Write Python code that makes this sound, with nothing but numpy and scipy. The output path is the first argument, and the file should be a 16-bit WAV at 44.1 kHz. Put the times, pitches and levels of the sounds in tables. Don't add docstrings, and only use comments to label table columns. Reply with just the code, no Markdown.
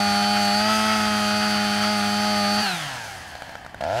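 import sys
import numpy as np
from scipy import signal
from scipy.fft import rfft, irfft
from scipy.io import wavfile
from scipy.ndimage import uniform_filter1d

SR = 44100
rng = np.random.default_rng(int(sys.argv[2]) if len(sys.argv) > 2 else 0)


def store_wav(level_fs):
    pcm = np.round(np.clip(np.atleast_2d(level_fs), -1, 1) * 32767)
    wavfile.write(sys.argv[1], SR, pcm.T.astype(np.int16))


N = 176400
T = np.arange(N) / SR
RELEASE_S, REOPEN_S = 2.632, 3.808
WORKING_HZ = 209.5
GRAIN_DB = 1.5

# t/s, level/dB
MECHANICAL_LEVEL = [(0, -29), (.55, -29), (.8, -27.5), (1.2, -28.5), (2.3, -30), (2.62, -28.5),
                    (2.87, -35.5), (3.13, -44), (3.29, -48), (3.52, -53), (3.65, -66), (3.79, -66),
                    (3.87, -46), (4, -36.5)]


def from_db(db):
    return 10 ** (np.asarray(db) / 20)


def unit_rms(x):
    return x / np.sqrt(np.mean(x ** 2) + 1e-20)


def in_time(rows):
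    return np.interp(T, *np.transpose(rows))


def drift(corner_hz):
    f = np.arange(N // 2 + 1) * SR / N
    return unit_rms(irfft(rfft(rng.standard_normal(N)) / (1 + (f / corner_hz) ** 2), N))


def colour(x, spectrum):
    hz, db = np.transpose(spectrum)
    f = np.arange(N + 1) * SR / (2 * N) + 1
    gain = from_db(np.interp(np.log(f), np.log(hz), db)) * np.minimum(f / hz[0], 1)
    return irfft(rfft(x, 2 * N) * unit_rms(gain))[:N]


def tone(turns, order):
    return np.sqrt(2) * np.sin(2 * np.pi * (order * turns + rng.random()))


def impulses(rows):
    times, db = np.transpose(rows)
    clicks = np.zeros(N)
    clicks[(times * SR).astype(int)] = from_db(db)
    return clicks


def ring(clicks, hz, t60):
    r, w = from_db(-60 / (t60 * SR)), 2 * np.pi * hz / SR
    return signal.lfilter([0, np.sin(w)], [1, -2 * r * np.cos(w), r * r], clicks + 1e-18)


def puff(clicks, decay_s, spectrum):
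    envelope = signal.lfilter([1], [1, -np.exp(-1 / (decay_s * SR))], clicks + 1e-18)
    return colour(envelope * rng.standard_normal(N), spectrum)


def crank_harmonics(turns, size=8192, count=140, half_order_db=-10, jitter_turns=0.002):
    k = np.arange(1, count)
    partials = from_db(half_order_db * (k % 2)) * np.exp(2j * np.pi * rng.random(len(k)))
    cycle = unit_rms(irfft(np.r_[0, partials], size))
    angle = turns + jitter_turns * drift(93)
    return np.interp(angle / 2 % 1 * size, np.arange(size), cycle)


def wind(in_cut):
    # f/Hz, relative level/dB
    spectrum = [(20, -12), (50, -1), (85, 4), (280, -3.5), (500, -17.5), (2000, -12), (12000, -47)]
    gusts = from_db(-48.5 + 2.5 * drift(18))
    rumble = in_cut * from_db(-52 + 2 * drift(9.2))
    return (gusts + rumble) * unit_rms(colour(rng.standard_normal(N), spectrum))


def impact_noise(turns, spectrum, level, throb):
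    bunching = np.exp(throb * (np.cos(2 * np.pi * turns) + 0.52 * np.cos(4 * np.pi * turns)))
    grains = rng.standard_normal(N) * bunching * from_db(GRAIN_DB * drift(1200) + 1.25 * drift(13))
    return from_db(in_time(level)) * unit_rms(colour(grains, spectrum))


def ice_spray(turns):
    # f/Hz, relative level/dB
    spectrum = [(3000, -35), (5000, -23), (6100, 5), (7000, -2), (9000, -3.5), (11200, -5), (12500, -11),
                (15500, -20)]
    # t/s, level/dB
    level = [(0, -39), (.6, -39), (.8, -37.5), (1.3, -42), (2.3, -40.5), (2.65, -41), (2.87, -45.5),
             (3.13, -48.5), (3.29, -54.5), (3.52, -61), (3.65, -75), (3.79, -72), (3.88, -59), (4, -46.5)]
    return impact_noise(turns, spectrum, level, throb=0.13)


def chain_rattle(turns):
    # f/Hz, relative level/dB
    spectrum = [(200, -44), (440, -26.5), (730, -2.5), (1030, -9.5), (1350, 2.5), (1650, -1), (2100, -5.5),
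                (2600, -7.5), (3150, -4.5), (3900, -13), (4700, -9.5), (5500, -12.5), (8000, -34.5)]
    return impact_noise(turns, spectrum, MECHANICAL_LEVEL, throb=0.15)


def housing_knocks(turns, loose_share=0.63):
    # f/Hz, bandwidth/Hz, relative level/dB
    modes = [(750, 183, 3.5), (1636, 180, 0.5), (2621, 120, -15), (3020, 83, -7.5), (4200, 310, -12),
             (4680, 170, -16)]
    # t/s, level/dB
    level = [(2.62, -32), (2.71, -32.5), (2.78, -35), (3.13, -39), (3.29, -41), (3.53, -40.5), (3.66, -45),
             (3.77, -48), (3.84, -41), (4, -41)]
    crank = (1 - loose_share) * crank_harmonics(turns)
    slack = loose_share * rng.standard_normal(N) * from_db(GRAIN_DB * drift(400))
    rings = sum(from_db(db) * signal.lfilter(*signal.iirpeak(hz, hz / width, SR), crank + slack)
                for hz, width, db in modes)
    rings = signal.sosfilt(signal.butter(4, 520, "high", fs=SR, output="sos"), rings)
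    running_rms = np.sqrt(uniform_filter1d(rings ** 2, size=6000) + 1e-12)
    return from_db(in_time(level)) * rings / running_rms


def coast_whine(speed, turns, db_per_decade=44):
    # order, level/dB at working speed before the housing's gain
    harmonics = [(4, -32.5), (5, -39.5), (7, -38), (8, -35), (12, -41), (14, -37), (16, -39), (20, -38),
                 (24, -42.5)]
    # f/Hz, gain/dB
    response = [(550, -11.5), (780, 3), (1200, -7.5), (1540, 5), (1800, -6), (2800, 0)]
    whine = sum(from_db(db + np.interp(k * speed, *np.transpose(response)) + 2 * drift(40))
                * tone(turns, k) for k, db in harmonics)
    return (T < REOPEN_S) * from_db(db_per_decade * np.log10(speed / WORKING_HZ)) * whine


def piston_buzz(turns):
    # f/Hz, relative level/dB
    spectrum = [(900, -48), (1250, 1), (1850, -0.5), (2200, -4), (2700, 0.5), (3100, -2), (3900, -2.5),
                (4900, -4.5), (6500, -13), (9500, -11), (15000, -27)]
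    return from_db(in_time(MECHANICAL_LEVEL) - 3.3) * unit_rms(colour(crank_harmonics(turns), spectrum))


def fan_whine(turns, in_cut):
    # order, relative level/dB
    tones = [(20, -11), (22, 0.5), (24, -13)]
    # t/s, level/dB
    level = [(0, -30.5), (.45, -29.5), (.56, -26), (.69, -31.5), (1.16, -33.5), (1.38, -30.5), (1.7, -33),
             (1.92, -30.5), (2.05, -33), (2.62, -28), (2.71, -33), (2.78, -41), (2.95, -46), (3.15, -52),
             (3.7, -59), (3.9, -66), (4, -37)]
    jitter_turns = 0.0012 + 0.0023 * (1 - in_cut)
    angle = turns + jitter_turns * drift(78)
    return from_db(in_time(level)) * sum(from_db(db + drift(11.4)) * tone(angle, k) for k, db in tones)


def firings(clicks, ring_db, puff_db, damping):
    # f/Hz, relative level/dB, T60/s before division by damping
    modes = [(150, -29, 0.016), (280, -21, 0.024), (655, -2, 0.015), (860, -17.5, 0.011),
             (1368, -18.5, 0.014), (1690, -25, 0.012)]
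    # f/Hz, relative level/dB
    spectrum = [(130, -3), (400, -11), (750, 0), (1900, 2.5), (2600, -14), (4200, -9), (15000, -31)]
    ring_floor_hz = 150
    reflection_s, reflection_db = 0.001303, -2.5
    rings = sum(from_db(db) * ring(clicks, hz, t60 / damping) for hz, db, t60 in modes)
    rings = signal.sosfilt(signal.butter(1, ring_floor_hz, "high", fs=SR, output="sos"), rings)
    direct = from_db(puff_db) * puff(clicks, 0.002, spectrum) - from_db(ring_db) * rings
    return direct + from_db(reflection_db) * np.interp(T - reflection_s, T, direct)


def idle_pops():
    # t/s, excitation level/dB
    pops = [(3.3527, -19.5), (3.4214, -19.5), (3.4933, -21), (3.5540, -19.5), (3.648, -27), (3.6637, -21),
            (3.7448, -19)]
    return firings(impulses(pops), ring_db=1, puff_db=-10.5, damping=3.2)


def exhaust_cracks():
    # t/s, excitation level/dB
    onsets = [(3.8095, -30.5), (3.8375, -29)]
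    # f/Hz, relative level/dB
    spectrum = [(900, 3), (1500, 4), (4500, -5.5), (15000, -28)]
    return puff(impulses(onsets), decay_s=0.0056, spectrum=spectrum)


def rev_up(speed, turns):
    # order, level/dB at thump_hz
    harmonics = [(1, -32.5), (2, -43), (3, -43)]
    thump_hz, db_per_decade = 124, 48
    second_wave_s, second_wave_db = 0.00589, -13.5
    is_open = T >= REOPEN_S
    thump_gain = is_open * from_db(db_per_decade * np.log10(speed / thump_hz))
    thump = thump_gain * sum(from_db(db) * tone(turns, k) for k, db in harmonics)
    pulses = np.diff(np.ceil(np.cumsum(speed * is_open) / SR), prepend=0)
    pulses = pulses + from_db(second_wave_db) * np.interp(T - second_wave_s, T, pulses)
    weak_start_db = -4 * np.exp(-np.maximum(T - REOPEN_S, 0) / 0.018)
    strength = from_db(-19.5 + weak_start_db + 0.8 * drift(60))
    return thump + firings(pulses * strength, ring_db=5, puff_db=-17, damping=0.75)


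def engine_speed(idle_hz=32.99, coast_s=0.492, reopen_hz=60.75, rise_hz_per_s=360):
    # t/s, f/Hz
    loaded = [(0, 205), (.12, 203.3), (.33, 205.7), (.51, 203.3), (.7, 216.6), (.82, 215.8), (.93, 216.6),
              (1.02, 212.3), (1.27, 208.2), (1.44, 209.4), (1.73, 206.3), (1.92, 210), (2.0, 205.3),
              (2.3, 208.4), (2.46, 203.7), (2.62, 209.4)]
    coast = idle_hz + (in_time(loaded) - idle_hz) * np.exp(-np.maximum(T - RELEASE_S, 0) / coast_s)
    return np.where(T < REOPEN_S, coast, reopen_hz + rise_hz_per_s * (T - REOPEN_S))


def exhaust(speed, turns, in_cut, pump_db_per_decade=50):
    # order, level/dB
    drone_tones = [(.5, -43.5), (1, -26.5), (1.5, -46), (2, -42), (2.5, -54.5)]
    # order, level/dB before bark_gain
    bark_tones = [(3.5, -36.5), (4, -29)]
    # t/s, gain/dB
    bark_gain = [(0, 3.5), (.54, 4), (.7, -1), (1.2, -2.5), (1.8, -1.5), (2.3, 0), (2.52, 0.5),
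                 (2.62, -0.5)]
    # order, level/dB at working speed, swell with speed/(dB/Hz)
    upper_tones = [(2.996, -34, 0.55), (4.994, -48.5, 1.6), (5.996, -35, 0.63), (6.997, -38, 0.11),
                   (9, -41.5, 0.48), (10.01, -45, 0.57), (12, -43.5, 0.65), (14, -42.5, 0.9),
                   (14.99, -42, 0.096), (29, -46.5, 0.21), (43, -53, 0.14)]
    # order, relative level/dB
    pump_tones = [(1, 0), (2, -10), (3, -29)]
    drone = sum(from_db(db + 0.11 * drift(6.7)) * tone(turns, k) for k, db in drone_tones)
    bark = sum(from_db(db + 0.26 * drift(24)) * tone(turns, k) for k, db in bark_tones)
    excess_hz = np.maximum(speed - WORKING_HZ, -2)
    upper = sum(from_db(db + swell * excess_hz + 1.87 * drift(2.4)) * tone(turns, k)
                for k, db, swell in upper_tones)
    pump = sum(from_db(db + 1.6 * drift(25)) * tone(turns, k) for k, db in pump_tones)
    pump = pump * from_db(-32 + pump_db_per_decade * np.log10(speed / WORKING_HZ))
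    return in_cut * (drone + from_db(in_time(bark_gain)) * bark + upper) + (1 - in_cut) * pump


def scene():
    speed = engine_speed()
    turns = np.cumsum(speed + 0.2205 * drift(14.7)) / SR
    in_cut = np.clip((RELEASE_S - T) / 0.025, 0, 1)
    running = exhaust(speed, turns, in_cut) + fan_whine(turns, in_cut) + piston_buzz(turns)
    unloaded = (1 - in_cut) * (housing_knocks(turns) + coast_whine(speed, turns))
    firing = idle_pops() + exhaust_cracks() + rev_up(speed, turns)
    cutting = chain_rattle(turns) + ice_spray(turns)
    return np.tile(running + unloaded + firing + cutting + wind(in_cut), (2, 1))


def record(dry):
    cutoff_hz = 15700
    fades = np.clip(np.minimum(T, T[-1] - T) / 0.002, 0, 1)
    return signal.sosfilt(signal.ellip(12, 0.1, 80, cutoff_hz, fs=SR, output="sos"), dry * fades)


dry = scene()
out = record(dry)
store_wav(out)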